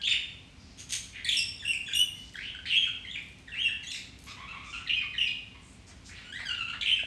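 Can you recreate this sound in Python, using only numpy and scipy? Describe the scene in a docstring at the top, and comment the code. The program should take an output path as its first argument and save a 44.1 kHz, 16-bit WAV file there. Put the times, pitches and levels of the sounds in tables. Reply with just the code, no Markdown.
"""An echoing aviary, budgerigars chirping and warbling around one microphone for about seven seconds.
Their notes are short gliding syllables, pure or raspy: a fluttering source coloured by throat and beak.
Harsh chacks are trains of noise pulses; rustles, throaty hisses and ticks are shaped noise; one knock is
a fading sine. Filtered noise and a few wavering sines make the low rumble and hum. All but the background
and the knock get wall echoes."""
import sys
import numpy as np
from scipy import signal
from scipy.fft import rfft, irfft, next_fast_len
from scipy.io import wavfile
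from scipy.ndimage import map_coordinates

SR = 44100
rng = np.random.default_rng(int(sys.argv[2]) if len(sys.argv) > 2 else 0)


def unload_audio(sound):
    """Save the sound as a 16-bit wav file, at the path given as the first command line argument."""
    columns = np.transpose(np.atleast_2d(sound))
    # keep every value between -1 and 1, then stretch to whole-number steps
    steps = np.round(np.clip(columns, -1, 1) * 32767)
    wavfile.write(sys.argv[1], SR, steps.astype(np.int16))


N = 311346  # samples

# Event levels are those of the direct sound, before fades, echoes and the microphone.
# distant rumble and air, relative spectrum: hz, density_db
AMBIENCE = [(15, -63), (25, -20.5), (54, 2), (81, -0.5), (124, -4), (260, -10), (327, -15.5), (362, -15.5),
            (559, -21.5), (635, -20.5), (1760, -25), (2270, -19.5), (5260, -28.5), (8530, -35),
            (11000, -34.5), (14300, -85), (22000, -120)]
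# partials of a far machine, before the hum trim: pitch_hz, level_db
HUM = [(64.6, -64.5), (96.9, -60), (188.4, -63), (258.4, -62.5)]
# clear notes: start_s, length_s, start_hz, end_hz, level_db
WHISTLES = [(0.0, 0.015, 1620, 1630, -49), (.074, 0.0077, 3650, 3520, -22.5),
            (0.088, .026, 3530, 3604, -27.5), (1.368, 0.032, 2772, 2678, -25.5),
            (1.593, 0.03, 3560, 3505, -44), (1.649, 0.023, 2848, 2652, -31.5),
            (1.674, 0.049, 2923, 2717, -27), (1.862, 0.022, 3270, 3400, -39.5),
            (1.934, 0.011, 3430, 3494, -26.5), (1.945, 0.04, 2781, 2891, -24.5),
            (1.986, 0.035, 2932, 2970, -22.5), (2.15, 0.05, 2140, 2080, -59.5),
            (2.752, 0.031, 2833, 3267, -23.5), (2.78, 0.07, 3255, 3193, -29),
            (3.071, .037, 2930, 3280, -41.5), (3.519, 0.03, 2910, 2645, -37.5),
            (3.573, .075, 2560, 3285, -31), (3.634, 0.044, 3065, 2680, -25),
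            (3.865, 0.038, 2960, 3500, -39.5), (4.935, 0.027, 2843, 3126, -29),
            (4.96, .037, 2626, 2482, -29), (5.18, .016, 3230, 2802, -25.5), (5.263, 0.017, 2630, 2443, -28),
            (6.909, 0.036, 2858, 3112, -25.5)]
# scratchy notes: start_s, length_s, start_hz, end_hz, rasp (0-1), level_db
RASPS = [(0.014, .018, 2964, 4040, 0.82, -39.5), (0.033, 0.035, 2860, 3600, 0.22, -30),
         (0.069, 0.023, 2700, 2770, 0.68, -31), (0.084, 0.027, 4400, 4680, 0.43, -40.5),
         (0.112, 0.0251, 3000, 2647, 0.42, -24.5), (1.26, 0.042, 2124, 2576, 0.34, -36.5),
         (1.31, 0.047, 3200, 2983, .42, -31.5), (1.728, .014, 2757, 2515, 0.3, -30.5),
         (1.901, 0.033, 2276, 2646, 0.47, -39), (2.37, 0.051, 1866, 2380, 0.36, -43),
         (2.422, .08, 2640, 3170, 0.4, -42), (2.655, 0.014, 1650, 3250, 0, -37),
         (2.658, .048, 3800, 2970, 0.82, -39), (2.702, 0.048, 2983, 2726, 0.37, -25.5),
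         (2.817, 0.046, 2784, 2542, 0.4, -34.5), (3.154, .022, 2396, 2350, 0.58, -36),
         (3.54, 0.036, 1740, 2417, .33, -41), (3.931, 0.036, 3986, 3514, 0.17, -42.5),
         (3.94, 0.046, 2140, 2460, 0.58, -44), (4.873, 0.011, 3690, 2430, 0.7, -37.5),
         (4.893, 0.022, 2798, 2857, 0.33, -26), (4.997, 0.034, 2745, 2206, 0.46, -34.5),
         (5.196, 0.057, 2850, 2890, 0.29, -29), (6.083, 0.21, 2095, 2363, 1, -53),
         (6.384, 0.039, 2010, 1950, 0.88, -42), (6.81, 0.015, 3650, 3570, .55, -31),
         (6.822, 0.029, 2350, 2332, 0.38, -36.5), (6.853, 0.07, 2850, 2860, 0.45, -29),
         (6.96, 0.028, 2720, 2434, .3, -32)]
# soft rustles and throaty hisses: start_s, length_s, centre_hz, width_octaves, level_db
RUSTLES = [(0.532, 0.25, 4770, 0.33, -64), (1.121, 0.09, 2370, 0.39, -45), (2.135, 0.19, 4920, 0.5, -60.5),
           (2.326, 0.16, 4200, 0.33, -58.5), (4.608, 0.23, 6060, 0.36, -59.5),
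           (5.578, 0.2, 8000, 0.26, -65.5), (5.862, 0.045, 5900, 0.45, -57), (5.869, 0.057, 1400, 1, -55.5),
           (6.037, 0.073, 5300, 0.55, -54.5), (6.104, 0.16, 3380, 0.36, -56.5),
           (6.386, 0.0256, 1000, 0.61, -52), (6.739, 0.026, 885, 0.66, -59)]
# toneless buzzes: start_s, rise_s, fall_s, level_db
CHACKS = [(0.774, 0.034, 0.015, -42), (0.89, 0.023, 0.008, -35.5), (0.921, 0.0014, 0.045, -27.5)]
# relative spectrum of the chack: hz, density_db
CHACK_COLOUR = [(410, -72), (700, -35.5), (2080, -8.5), (2350, -7), (3290, -1), (3670, -5), (5670, -8),
                (6550, 3.5), (7490, -11.5), (8460, -6), (10000, -11), (13000, -21), (22000, -120)]
# short low hooks that open or close a phrase: start_s, pitch_hz (at the end), level_db
HOOKS = [(1.245, 1812, -37), (1.623, 1610, -43), (1.877, 1545, -40), (2.342, 1628, -40.5),
         (2.547, 1338, -42), (2.867, 1370, -38.5), (3.045, 1890, -43.5), (3.475, 1688, -43.5),
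         (3.681, 1604, -39), (3.83, 1900, -44), (4.861, 1796, -43.5), (5.023, 1150, -43.5),
         (5.134, 1820, -39.5), (5.158, 1817, -43), (6.989, 1460, -42)]
# steep downward slurs; the first is the strong octave of the opening hook:
# start_s, pitch_hz (at the end), level_db
SLURS = [(1.245, 3490, -34.5), (1.287, 3024, -24.5), (1.322, 3320, -33.5), (1.34, 2820, -38),
         (1.384, 2324, -32.5), (3.109, 3215, -40), (3.135, 2800, -40), (3.902, 3600, -39.5),
         (3.912, 2520, -36.5), (5.276, 3330, -39.5)]
# beak and claw contacts: start_s, peak_db
TICKS = [(2.338, -40.5), (3.226, -46), (3.286, -42.5), (3.386, -44.5), (3.795, -62), (4.189, -37.5),
         (4.239, -36.5), (6.067, -54)]
# soft low notes, sung with the octave strong: start_s, length_s, start_hz, end_hz, rasp (0-1), level_db
WARBLES = [(4.266, 0.067, 1089, 1274, .5, -45), (4.364, 0.11, 968, 1135, 0.4, -46.5),
           (4.477, 0.048, 1259, 1347, .25, -43), (4.521, 0.068, 1111, 1087, 0.47, -45),
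           (4.598, 0.07, 1190, 1311, 0.5, -50), (4.666, 0.041, 1175, 1186, 0.17, -45),
           (4.727, 0.043, 1420, 1378, 0.28, -37), (4.781, 0.041, 1374, 1536, 0.96, -46),
           (5.546, 0.019, 1137, 1026, .7, -52.5), (6.242, .08, 1430, 1490, .1, -49),
           (6.321, .062, 1500, 2020, .04, -39.5), (6.452, .047, 1680, 1490, .04, -37.5),
           (6.492, 0.0343, 1472, 1393, 0.23, -31), (6.543, .02, 1550, 1470, 0.74, -41),
           (6.577, 0.0588, 1470, 1311, 0.08, -34), (6.677, 0.036, 1384, 1383, 0.3, -34.5),
           (6.727, .03, 1454, 1793, 0.69, -41)]
# the throat favours partials near 2.8 kHz: hz, gain_db
THROAT = [(1100, -4.5), (1400, -15), (1700, -2), (2300, -0.5), (2800, -0.5), (3400, -4), (3900, -9.5),
          (4250, -20), (5800, -33), (7000, -28.5), (8700, -32.5), (11500, -36.5), (15000, -33)]
# how the beak is held in each phrase: start_s, treble_db, beak_resonance_hz
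PHRASES = [(0, 2, 7300), (1.2, 13.5, 9600), (1.355, 31, 5630), (1.5, 10, 8400), (1.635, 12, 8800),
           (1.82, 9, 7260), (1.94, 21, 10800), (2.1, 0, 7700), (3.78, 21, 5900), (4.1, 17.5, 5800),
           (4.33, -1.5, 6400), (4.83, -2.5, 4740), (5.11, 3.5, 4650), (6.0, 7.5, 7760), (6.42, 14, 5100),
           (6.485, -1.5, 7150), (6.78, 1.5, 8300)]
# the beak's colour sets in between these: low_hz, high_hz
TREBLE_HZ = (3150, 4670)
# echo decay time of the walls: hz, t60_s
WALLS = [(1500, 0.65), (3000, 0.62), (10000, 0.48)]
# response of the microphone and its port: hz, gain_db
MICROPHONE = [(8800, -2), (9600, -6.5), (10200, -18), (11000, -4), (12000, -10), (13200, -40), (14500, -29),
              (15500, -23)]

TOP_HZ = 15600  # band limit
FLUTTER = 0.201  # scale of the random pitch swing at full rasp, as a share of the pitch
SOURCE_DB_PER_OCTAVE = -3.5  # fall of the overtones at the syrinx
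BEAK_DB, BEAK_OCTAVES = 8, 0.25  # height and width of the beak resonance


def amp(db):
    """Decibels to gain."""
    return 10 ** (np.asarray(db) / 20)


def unit(x):
    """Scale to rms 1."""
    return x / np.sqrt(np.mean(x ** 2) + 1e-20)


def along(points, hz):
    """Read (hz, value) points on a log frequency axis."""
    point_hz, values = np.transpose(points)
    return np.interp(np.log(hz + 1), np.log(point_hz + 1), values)


def filtered(x, response):
    """Shape the spectrum of x by a gain that is a function of frequency."""
    size = next_fast_len(len(x) + 4096)
    gain = response(np.fft.rfftfreq(size, 1 / SR))
    return irfft(rfft(x, size) * gain, size)[:len(x)]


def band(x, centre_hz, width):
    """Keep a bell-shaped band, width in octaves."""
    return filtered(x, lambda hz: np.exp(-.5 * (np.log2((hz + 1) / centre_hz) / width) ** 2))


def wobble(t, rate):
    """A smooth random curve at times t, rate knots a second."""
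    return map_coordinates(rng.standard_normal(1024), [t * rate], mode="wrap")


def add(track, s, sound):
    """Mix a sound in at time s."""
    part = track[max(round(s * SR), 0):][:len(sound)]
    part += sound[:len(part)]


def aviary(sound, wet_db, build=0.0032, walls_db=-3, first=.005, spread=.04):
    """Direct sound, a few early wall echoes and a diffuse tail, new for each sound because the birds keep moving.

    wet_db sets the echoes against the direct sound; build, first and spread are in seconds."""
    hz, t, grains = signal.stft(rng.standard_normal(SR * 2 // 3), SR, nperseg=256)
    decay = amp(-60 * t / along(WALLS, hz)[:, None]) * (1 - np.exp(-t / build))
    tail = signal.istft(grains * decay, SR, nperseg=256)[1]
    delays = first + spread * rng.random(size=7)
    echoes = np.bincount((delays * SR).astype(int), rng.standard_normal(len(delays)), len(tail))
    heard = signal.fftconvolve(sound, unit(tail) + amp(walls_db) * unit(echoes))
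    heard *= amp(wet_db) * np.linalg.norm(sound) / (np.linalg.norm(heard) + 1e-20)
    add(heard, 0, sound)
    return heard


def colour(hz, s):
    """Gain in dB of the throat and beak at frequency hz, for a note sung at time s."""
    starts = [phrase[0] for phrase in PHRASES]
    _, treble_db, beak_hz = PHRASES[np.searchsorted(starts[1:], s)]
    resonance = np.exp(-.5 * (np.log2(hz / beak_hz) / BEAK_OCTAVES) ** 2)
    beak = treble_db + BEAK_DB * resonance
    return along(THROAT, hz) + beak * np.interp(hz, TREBLE_HZ, [0, 1])


def syllable(s, length, start_hz, end_hz, rasp, settle, shimmer_db, sag_db, rise, flutter_hz=1300, fall=0.12):
    """The syrinx glides and settles on a pitch, shaken by a slow waver and a fast flutter of its membranes.

    rise and fall are shares of the length; a higher settle reaches the end pitch sooner."""
    t = np.arange(int(length * SR)) / SR
    u = t / length
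    arc = end_hz + (start_hz - end_hz) * (1 - u) ** settle
    waver = .007 * wobble(t, 200)
    flutter = FLUTTER * rasp * wobble(t, flutter_hz)
    pitch = arc * (1 + waver + flutter)
    phase = 2 * np.pi * np.cumsum(pitch) / SR

    k = np.arange(1, 8)[:, None]  # partial numbers
    level = SOURCE_DB_PER_OCTAVE * np.log2(k) + colour(k * arc, s)
    gain = amp(level - level.max(axis=0)) * (k * pitch < TOP_HZ)
    tone = unit(np.sum(gain * np.sin(k * phase), axis=0))

    # the air pressure trembles, and sags (or swells, if the sag is negative) as the note goes on
    pressure = unit(amp(shimmer_db * wobble(t, 328.5) - sag_db * u))
    fade = np.minimum(1, np.minimum(u / rise, (1 - u) / fall))
    return tone * pressure * fade


def background(rumble_db=-51.0, hum_db=-2):
    """Distant rumble and air, with the phase-wavering hum of a far machine."""
    t = np.arange(N) / SR
    air = unit(filtered(rng.standard_normal(N), lambda hz: amp(along(AMBIENCE, hz))))
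    hum = np.zeros(N)
    for hz, db in HUM:
        hum += amp(db) * np.sqrt(2) * np.sin(2 * np.pi * hz * t + 1.2 * wobble(t, 10))
    return amp(rumble_db) * air + amp(hum_db) * hum


def whistles(rasp=0.083):
    """Clear notes with a slight burr that slide quickly onto their pitch."""
    track = np.zeros(N)
    for s, length, start_hz, end_hz, db in WHISTLES:
        voice = syllable(s, length, start_hz, end_hz, rasp, settle=2.633, shimmer_db=2.5, sag_db=-2.5, rise=0.088)
        add(track, s, amp(db) * aviary(voice, wet_db=0.93))
    return track


def rasps():
    """Scratchy notes: a fast flutter, deeper with rasp, smears each partial into a band and breaks it into pulses."""
    track = np.zeros(N)
    for s, length, start_hz, end_hz, rasp, db in RASPS:
        voice = syllable(s, length, start_hz, end_hz, rasp, settle=1.4, shimmer_db=5.0, sag_db=4, rise=0.09)
        add(track, s, amp(db) * aviary(voice, wet_db=4))
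    return track


def rustles(grain_db=4):
    """Feathers, feet and hoarse throats make soft grainy strokes of band noise."""
    track = np.zeros(N)
    for s, length, centre_hz, width, db in RUSTLES:
        t = np.arange(int(length * SR)) / SR
        grains = rng.standard_normal(len(t)) * amp(grain_db * wobble(t, 254))
        hiss = unit(band(grains, centre_hz, width))
        stroke = hiss * signal.windows.tukey(len(t), .6)
        add(track, s, amp(db) * aviary(stroke, wet_db=4.5))
    return track


def chacks(pulse_hz=150, damping=1.6):
    """A harsh call: a quick, uneven train of decaying noise pulses that swells and stops."""
    track = np.zeros(N)
    for s, rise, fall, db in CHACKS:
        t = np.arange(int((rise + fall) * SR)) / SR
        cycle = (t * pulse_hz + 0.36 * wobble(t, 67)) % 1
        pulses = rng.standard_normal(len(t)) * np.exp(-damping * cycle)
        buzz = unit(filtered(pulses, lambda hz: amp(along(CHACK_COLOUR, hz))))
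        swell = np.interp(t, [0, rise, rise + fall], [.2, 1, .2])
        add(track, s, amp(db) * aviary(buzz * swell, wet_db=0))
    return track


def flicks(rows, length, drop, rasp):
    """Very short sounds of one shape, each dropping onto its pitch from drop times above."""
    track = np.zeros(N)
    for s, hz, db in rows:
        voice = syllable(s, length, drop * hz, hz, rasp, settle=1.98, shimmer_db=5.5, sag_db=1.5, rise=0.11)
        add(track, s, amp(db) * aviary(voice, wet_db=3.0))
    return track


def hooks():
    """Low, fairly clean notes whose syrinx pitch falls briefly at the edge of a phrase."""
    return flicks(HOOKS, length=0.0211, drop=1.23, rasp=0.074)


def slurs():
    """Shorter, rougher, steeper falls of pitch; the first is the strong octave of the opening hook."""
    return flicks(SLURS, length=0.01664, drop=1.27, rasp=0.19)


def ticks(centre_hz=8500, width=1.0, t60=0.016):
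    """Beaks and claws tick lightly on perch and wire: fast-fading bursts of band noise."""
    track = np.zeros(N)
    t = np.arange(SR // 50) / SR
    for s, db in TICKS:
        tick = band(rng.standard_normal(len(t)) * amp(-60 * t / t60), centre_hz, width)
        add(track, s, amp(db) * aviary(tick / np.abs(tick).max(), wet_db=3.5))
    return track


def warbles():
    """Quiet chatter pitched so low that the throat lifts the octave above the fundamental."""
    track = np.zeros(N)
    for s, length, start_hz, end_hz, rasp, db in WARBLES:
        voice = syllable(s, length, start_hz, end_hz, rasp, settle=1.76, shimmer_db=2.5, sag_db=-1, rise=0.07)
        add(track, s, amp(db) * aviary(voice, wet_db=1.2))
    return track


def bump(s=7.034, hz=640, db=-29, t60=0.019):
    """A small dull knock close by: one damped sine with a soft onset and no echo."""
    track = np.zeros(N)
    t = np.arange(SR // 20) / SR
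    onset = 1 - np.exp(-t / 0.00079)
    add(track, s, amp(db - 60 * t / t60) * np.sin(2 * np.pi * hz * t) * onset)
    return track


def scene():
    """Everything at one microphone."""
    song = whistles() + rasps() + hooks() + slurs() + warbles()
    return (background() + song + rustles() + chacks() + ticks() + bump())[None]


def record(dry):
    """The microphone port notches the treble; nothing passes the band limit."""
    return filtered(dry[0], lambda hz: amp(along(MICROPHONE, hz)) * (hz < TOP_HZ))[None]


dry = scene()
out = record(dry)
unload_audio(out)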